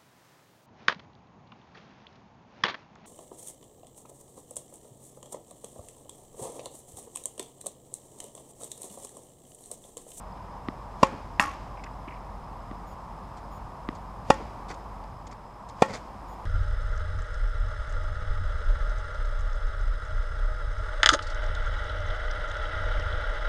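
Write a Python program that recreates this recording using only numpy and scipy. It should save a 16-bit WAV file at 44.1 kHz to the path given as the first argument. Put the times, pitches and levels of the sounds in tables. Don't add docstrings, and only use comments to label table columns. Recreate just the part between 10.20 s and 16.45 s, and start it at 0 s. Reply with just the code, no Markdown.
import sys
import numpy as np
from scipy import signal
from scipy.fft import irfft, next_fast_len
from scipy.io import wavfile

SR = 44100
rng = np.random.default_rng(int(sys.argv[2]) if len(sys.argv) > 2 else 0)


def master_out(mix):
    frames = np.transpose(np.atleast_2d(mix))
    ceiling = np.clip(frames, -1, 1)
    pcm = np.round(ceiling * 32767).astype(np.int16)
    wavfile.write(sys.argv[1], SR, pcm)


N = 275833
TIME = np.arange(N) / SR
AGE = TIME[:SR // 2]

# start_s, thump_db, thump_hz, string_bed_hz, pop_hz, shell_db, echo_delay_s, off_centre_db
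FOREHANDS = [(0.8293, -9, 262, 560, 1058, -20.5, 0.091, -16), (4.1015, -11, 255, 538, 844, -18.5, 0.093, 0),
             (5.62, -8, 205, 495, 800, -23, 0.070, 1)]
# pitch_hz, level_db
SCUFF_COLOUR = [(100, -3), (500, 3.5), (1000, -2), (1400, -5), (2200, -20), (6000, -29)]


def from_db(db):
    return 10 ** (np.asarray(db) / 20)


def add(out, start_s, sound):
    i = int(round(start_s * SR))
    out[i:i + len(sound)] += sound[:N - i]


def noise(colour, size, shift=1):
    hz, db = np.transpose(colour)
    padded = next_fast_len(size)
    bins_hz = np.fft.rfftfreq(padded, 1 / SR) + 1
    gain = from_db(np.interp(np.log(bins_hz), np.log(hz * shift), db))
    x = irfft(gain * np.exp(2j * np.pi * rng.random(len(bins_hz))), padded)[:size]
    return x / x.std()


def narrow_noise(hz, width_hz, size):
    step = 1 + width_hz / hz
    peak = [(hz / step ** 3, -70), (hz / step, -12), (hz, 0), (hz * step, -12), (hz * step ** 3, -70)]
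    return noise(peak, size)


def grainy_noise(colour, grain_db, shift=1):
    grains = np.tanh(noise([(100, 1), (400, -3), (900, -11), (2500, -60)], len(AGE)))
    x = noise(colour, len(AGE), shift) * from_db(grain_db * grains)
    return x / x.std()


def wavering(hz, wander_hz, rate_hz, size=N):
    wander = noise([(rate_hz, 0), (4 * rate_hz, -40), (16 * rate_hz, -100)], size)
    return np.sqrt(2) * np.sin(2 * np.pi * np.cumsum(hz + wander_hz * wander) / SR)


def low_pass(x, hz):
    return signal.sosfilt(signal.butter(2, hz, fs=SR, output="sos"), x)


def high_pass(x, hz):
    return signal.sosfilt(signal.butter(2, hz, "high", fs=SR, output="sos"), x)


def resonances(x, peaks):
    for hz, width_hz, db in peaks:
        band = signal.lfilter(*signal.iirpeak(hz, hz / width_hz, fs=SR), x + 1e-18)
        x = x + (from_db(db) - 1) * band
    return x


def smooth(x, time_s):
    memory = np.exp(-1 / (time_s * SR))
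    return signal.lfilter([1 - memory], [1, -memory], x)


def swell(rise_s, sharpness):
    x = np.minimum(AGE / rise_s, 40)
    return (x * np.exp(1 - x)) ** sharpness


def fade(ring_s):
    return np.exp(-np.minimum(np.log(1000) * AGE / ring_s, 40))


def sine(hz):
    return np.sin(2 * np.pi * hz * AGE)


def ring(tones, tuning, spread_db):
    return sum(from_db(db + spread_db * rng.standard_normal()) * sine(hz * tuning) * fade(ring_s)
               for hz, db, ring_s in tones)


def scatter(x, colour, envelope):
    cloud = noise(colour, len(AGE)) * envelope
    return signal.fftconvolve(x, cloud / np.linalg.norm(cloud))[:len(x)]


def electronics(whine_s=.077):
    # pitch_hz, level_db
    whine_tones = [(3410, -77), (6820, -69.5), (10230, -78), (13600, -73)]
    warble_hz = 5080 + 130 * np.sin(2 * np.pi * 30 * TIME)
    flutter = noise([(30, -8), (120, -10), (600, -45)], N)
    out = from_db(-70.5) * flutter * np.sin(2 * np.pi * np.cumsum(warble_hz) / SR)
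    out += from_db(-85) * narrow_noise(hz=7690, width_hz=25, size=N)
    size = int(whine_s * SR)
    for start_s in (2.665, 3.312, 6.075):
        whine = sum(from_db(db) * wavering(hz, wander_hz=hz / 95, rate_hz=190, size=size)
                    for hz, db in whine_tones)
        add(out, start_s, whine * signal.windows.tukey(size, .2))
    return out


def traffic_and_hiss():
    # time_s, roar_and_hiss_db, engines_db
    levels = [(0.0, -45.5, -46), (0.57, -45, -45), (3.6, -45, -45.5), (4.04, -45, -44),
              (4.54, -43.5, -45.5), (4.91, -46, -44.5), (5.28, -47.5, -49.5), (6.25, -43.5, -45.5)]
    # pitch_hz, level_db
    roar_and_hiss_colour = [(240, -9), (400, -10.5), (425, -10), (979, 0), (1180, -5), (1400, -15.5),
                            (2710, -28.5), (4650, -34), (5110, -32), (5780, -36), (6850, -37.5),
                            (11200, -43), (13700, -48), (15300, -47), (16000, -71)]
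    # pitch_hz, level_db
    engine_colour = [(8.8, -47), (15, -36), (30, -11.5), (48, -6), (61, -8.5), (76, -8), (118, -9.5),
                     (162, -14), (194, -11.5), (315, -26), (450, -34), (580, -47), (990, -120)]
    time_s, *curves = np.transpose(levels)
    roar_and_hiss_db, engines_db = [np.interp(TIME, time_s, curve) for curve in curves]
    drone_db = -47 + 1.8 * (engines_db - engines_db.mean())
    drone = from_db(drone_db) * wavering(hz=47.6, wander_hz=2.3, rate_hz=4.5)
    roar_and_hiss = from_db(roar_and_hiss_db + 1) * noise(roar_and_hiss_colour, N)
    rumble = from_db(engines_db - 1.5) * noise(engine_colour, N)
    return roar_and_hiss + rumble + drone


def reflections(x):
    # pitch_hz, level_db (relative to the direct sound), ring_s
    octaves = [(253, -18, 0.98), (490, -25, 1), (990, -23.5, 0.48), (1860, -19, 0.78), (4050, -19, 0.97),
               (6960, -26.5, 0.59)]
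    out = np.zeros(N)
    for hz, db, ring_s in octaves:
        octave = signal.butter(2, [hz / np.sqrt(2), hz * np.sqrt(2)], "band", fs=SR, output="sos")
        power = signal.sosfilt(octave, x + 1e-9) ** 2
        lingering = smooth(smooth(power, ring_s / np.log(1e6)), time_s=0.0048)
        hush = signal.sosfilt(octave, rng.standard_normal(N))
        out += from_db(db) * np.sqrt(lingering) * hush / hush.std()
    return out


def footwork(count=10, loudest_db=-60, spread_db=8):
    out = np.zeros(N)
    for when, softness, hardness in rng.random((count, 3)):
        brush = grainy_noise(SCUFF_COLOUR, grain_db=7, shift=2.3 + 1.5 * hardness) * swell(0.0047, 1.1)
        add(out, when * TIME[-1], from_db(loudest_db - spread_db * softness) * brush)
    return out


def shoes(grains=7, grain_low_hz=1900, grain_high_hz=8000):
    # start_s, rise_s, level_db, weight (on the sole, 0 to 1)
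    scuffs = [(1.638, 0.0025, -49.5, 0.5), (3.165, 0.011, -58.5, 0), (3.745, 0.0089, -57.5, .05),
              (4.483, .008, -48.5, .05), (4.497, 0.01, -47, 0.88), (4.540, 0.0048, -56, .05),
              (4.838, 0.0028, -59, 1), (5.066, 0.0057, -53, .05), (5.109, 0.0097, -54, 0.82),
              (5.484, 0.0083, -51.5, 0), (5.679, 0.021, -49, 0.73), (5.726, .017, -42, 0.65)]
    # pitch_hz, width_hz, boost_db
    shoe_hollow = [(1690, 300, -2.5), (2150, 320, 4.5), (2820, 620, -14), (4400, 310, 2), (6740, 540, 1),
                   (8400, 600, 0)]
    out = np.zeros(N)
    for start_s, rise_s, db, weight in scuffs:
        rub = from_db(12) * weight ** 2 * grainy_noise(SCUFF_COLOUR, grain_db=8, shift=1.45)
        hiss = grainy_noise(SCUFF_COLOUR, grain_db=6, shift=6.9 - 1.7 * weight)
        add(out, start_s, from_db(db) * (hiss + rub) * swell(rise_s, 1.5))
        for when, pitch in rng.random((grains, 2)):
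            crunch = sine(grain_low_hz * (grain_high_hz / grain_low_hz) ** pitch) * fade(0.0084)
            add(out, start_s + rise_s * (0.36 + 2 * when), from_db(db + 2.5) * crunch)
    return low_pass(low_pass(resonances(out, shoe_hollow), hz=9600), hz=11100)


def wire_mesh(max_clinks=5, gap_s=.021, fall_db_per_s=88):
    # start_s, length_s, level_db
    shivers = [(1.573, 0.026, -49.5), (1.637, .03, -44), (1.882, 0.094, -46)]
    out = np.zeros(N)
    for start_s, length_s, db in shivers:
        for k in range(max_clinks):
            age_s = gap_s * (k + 0.23 * rng.uniform(-0.94, 1)) if k else 0
            pitch_hz = 2230 + 110 * rng.standard_normal()
            clink = narrow_noise(pitch_hz, width_hz=770, size=len(AGE)) * swell(0.0021, 0.41)
            if age_s < length_s:
                add(out, start_s + age_s, from_db(db - fall_db_per_s * age_s) * clink)
    return out


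def fence(crash_s=1.1969, crash_db=-4.5, blows=10, first_gap_s=.0051, slowing=1.5):
    # pitch_hz, level_db, ring_s
    panel_tones = [(301, -11, 0.12), (836, -15, 0.21), (1103, -7, 0.24), (1166, -5.5, 0.088),
                   (1340, -8.5, .08), (1690, -8.5, 0.042), (1870, -13, 0.15), (2240, -16, 0.11),
                   (2660, -12.5, 0.045), (5470, -21, .08)]
    # pitch_hz, level_db
    jingle_colour = [(200, -13), (1200, 16.5), (2600, -9), (3800, -5), (6500, -1.5), (9000, -6.5),
                     (10000, -8), (11300, -6.5), (13000, -23), (15000, -34)]
    knock_fall_db_per_s, panel_fall_db_per_s, jingle_fall_db_per_s = 115, 163, 179
    crack = sine(hz=2000) * swell(0.00023, 0.83)
    crack += 0.15 * sine(hz=2600) * fade(0.011)
    crack += 0.17 * sine(hz=1004) * fade(0.038)
    crack += 0.15 * sine(hz=267) * fade(0.0096)
    crack = high_pass(crack, hz=171)
    out = np.zeros(N)
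    for k in range(blows):
        age_s = first_gap_s * (k + .08 * rng.uniform(-1, 1)) ** slowing if k else 0
        start_s = crash_s + age_s
        crack_db = -27 - knock_fall_db_per_s * age_s if k else crash_db
        add(out, start_s, from_db(crack_db) * crack)
        add(out, start_s + 0.00113, from_db(crack_db - 0.5) * crack)
        panel = ring(panel_tones, tuning=1 + 0.0228 * rng.standard_normal(), spread_db=3.5)
        add(out, start_s, from_db(-22.5 - panel_fall_db_per_s * age_s) * panel)
        jingle = grainy_noise(jingle_colour, grain_db=8) * swell(.0015, 0.24)
        add(out, start_s, from_db(-28 - jingle_fall_db_per_s * age_s) * jingle)
    return out


def bounces():
    # start_s, thump_db
    landings = [(0.4857, -20), (1.878, -31), (2.513, -29), (3.6887, -19.5)]
    tick = 1.8 * sine(hz=2420) * fade(0.00046)
    tick += 0.25 * sine(hz=1940) * fade(0.011) + 0.5 * sine(hz=1185) * fade(0.013)
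    tick = low_pass(low_pass(tick, hz=4300), hz=4800)
    tick = resonances(tick, [(3800, 840, 4.6)])
    out = np.zeros(N)
    for start_s, thump_db in landings:
        add(out, start_s, from_db(11.5 + 1.43 * thump_db) * tick)
        add(out, start_s + 0.00038, -from_db(thump_db) * sine(hz=244) * swell(0.0021, 1.9))
    return out


def swishes():
    # pitch_hz, level_db
    air_colour = [(100, -14), (300, 2), (1500, -4), (5000, -11), (9000, -20), (15000, -37)]
    speed = sum(np.exp(-np.abs(TIME - start_s) / 0.03) for start_s, *_ in FOREHANDS)
    return from_db(-48.5) * noise(air_colour, N) * speed


def strings():
    # pitch_hz, level_db, ring_s, share (of the off-centre boost, 0 to 1)
    string_tones = [(539, -0.5, 0.21, 0.23), (861, 1, 0.16, 0.27), (1096, 1.5, 0.13, 0.17),
                    (1360, -1, 0.084, 1), (1824, -7.5, 0.17, 0.93), (1900, -3, 0.11, 0.8),
                    (2360, -6, 0.053, 0), (2450, -2, 0.053, 0.7), (2745, -0.5, 0.029, 0.05),
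                    (3330, -18.5, 0.16, 0.4), (4730, -34, 0.083, 0.1)]
    out = np.zeros(N)
    for start_s, *_, off_centre_db in FOREHANDS:
        for hz, db, ring_s, share in string_tones:
            level_db = -26 + db + (share - 0.31) * off_centre_db
            add(out, start_s + .0035, from_db(level_db) * sine(hz) * fade(ring_s))
    return out


def racket():
    # pitch_hz, level_db
    shell_tones = [(1150, 4), (1360, 0.5), (1830, -1), (2470, -3.5), (2850, -12.5), (3550, -8), (4850, -10),
                   (5650, -11)]
    # pitch_hz, level_db
    felt_colour = [(300, 6.5), (1200, -6.5), (2700, -0.5), (3800, -6.5), (5300, -9.5), (7000, -10.5),
                   (10000, -19.5), (15000, -42)]
    echo_colour = [(100, -4.5), (320, -5), (700, -12), (3000, -20), (15000, -43)]
    out = np.zeros(N)
    for start_s, thump_db, thump_hz, bed_hz, pop_hz, shell_db, echo_s, off_centre_db in FOREHANDS:
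        bed_db = -10.5 + .12 * off_centre_db
        pop_db = -5.4 - 0.23 * off_centre_db
        hit = from_db(-9.5) * sine(hz=477) * swell(0.0016, 1.1)
        hit += from_db(thump_db) * sine(thump_hz) * swell(0.0029, 2.93)
        hit += from_db(bed_db) * sine(bed_hz) * swell(0.0033, 3.0)
        hit += from_db(pop_db) * sine(pop_hz) * swell(0.0051, 9.4)
        hit += sum(from_db(shell_db + db) * sine(hz) for hz, db in shell_tones) * swell(0.0043, 6.0)
        drag = swell(0.0026, 1.3) + 0.16 * swell(0.0064, 0.48)
        hit += from_db(-22) * noise(felt_colour, len(AGE)) * drag
        add(out, start_s, hit)
        add(out, start_s + .038, from_db(-20) * high_pass(hit, hz=6500))
        add(out, start_s + echo_s, from_db(-36) * scatter(hit, echo_colour, swell(0.0088, 0.88)))
    return out


def scene():
    # pitch_hz, width_hz, boost_db
    housing = [(3900, 750, -2.5), (4880, 780, 2), (6900, 590, 3), (9800, 700, -11)]
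    play = racket() + bounces() + shoes() + footwork() + swishes() + fence() + wire_mesh()
    foreground = resonances(play + strings() + reflections(play), housing)
    return (foreground + traffic_and_hiss() + electronics())[None]


def record(dry, stop_hz=16300):
    treble_cut = signal.cheby2(16, 70, stop_hz, fs=SR, output="sos")
    return signal.sosfilt(treble_cut, np.clip(dry, -1, 1))


dry = scene()
out = record(dry)
master_out(out)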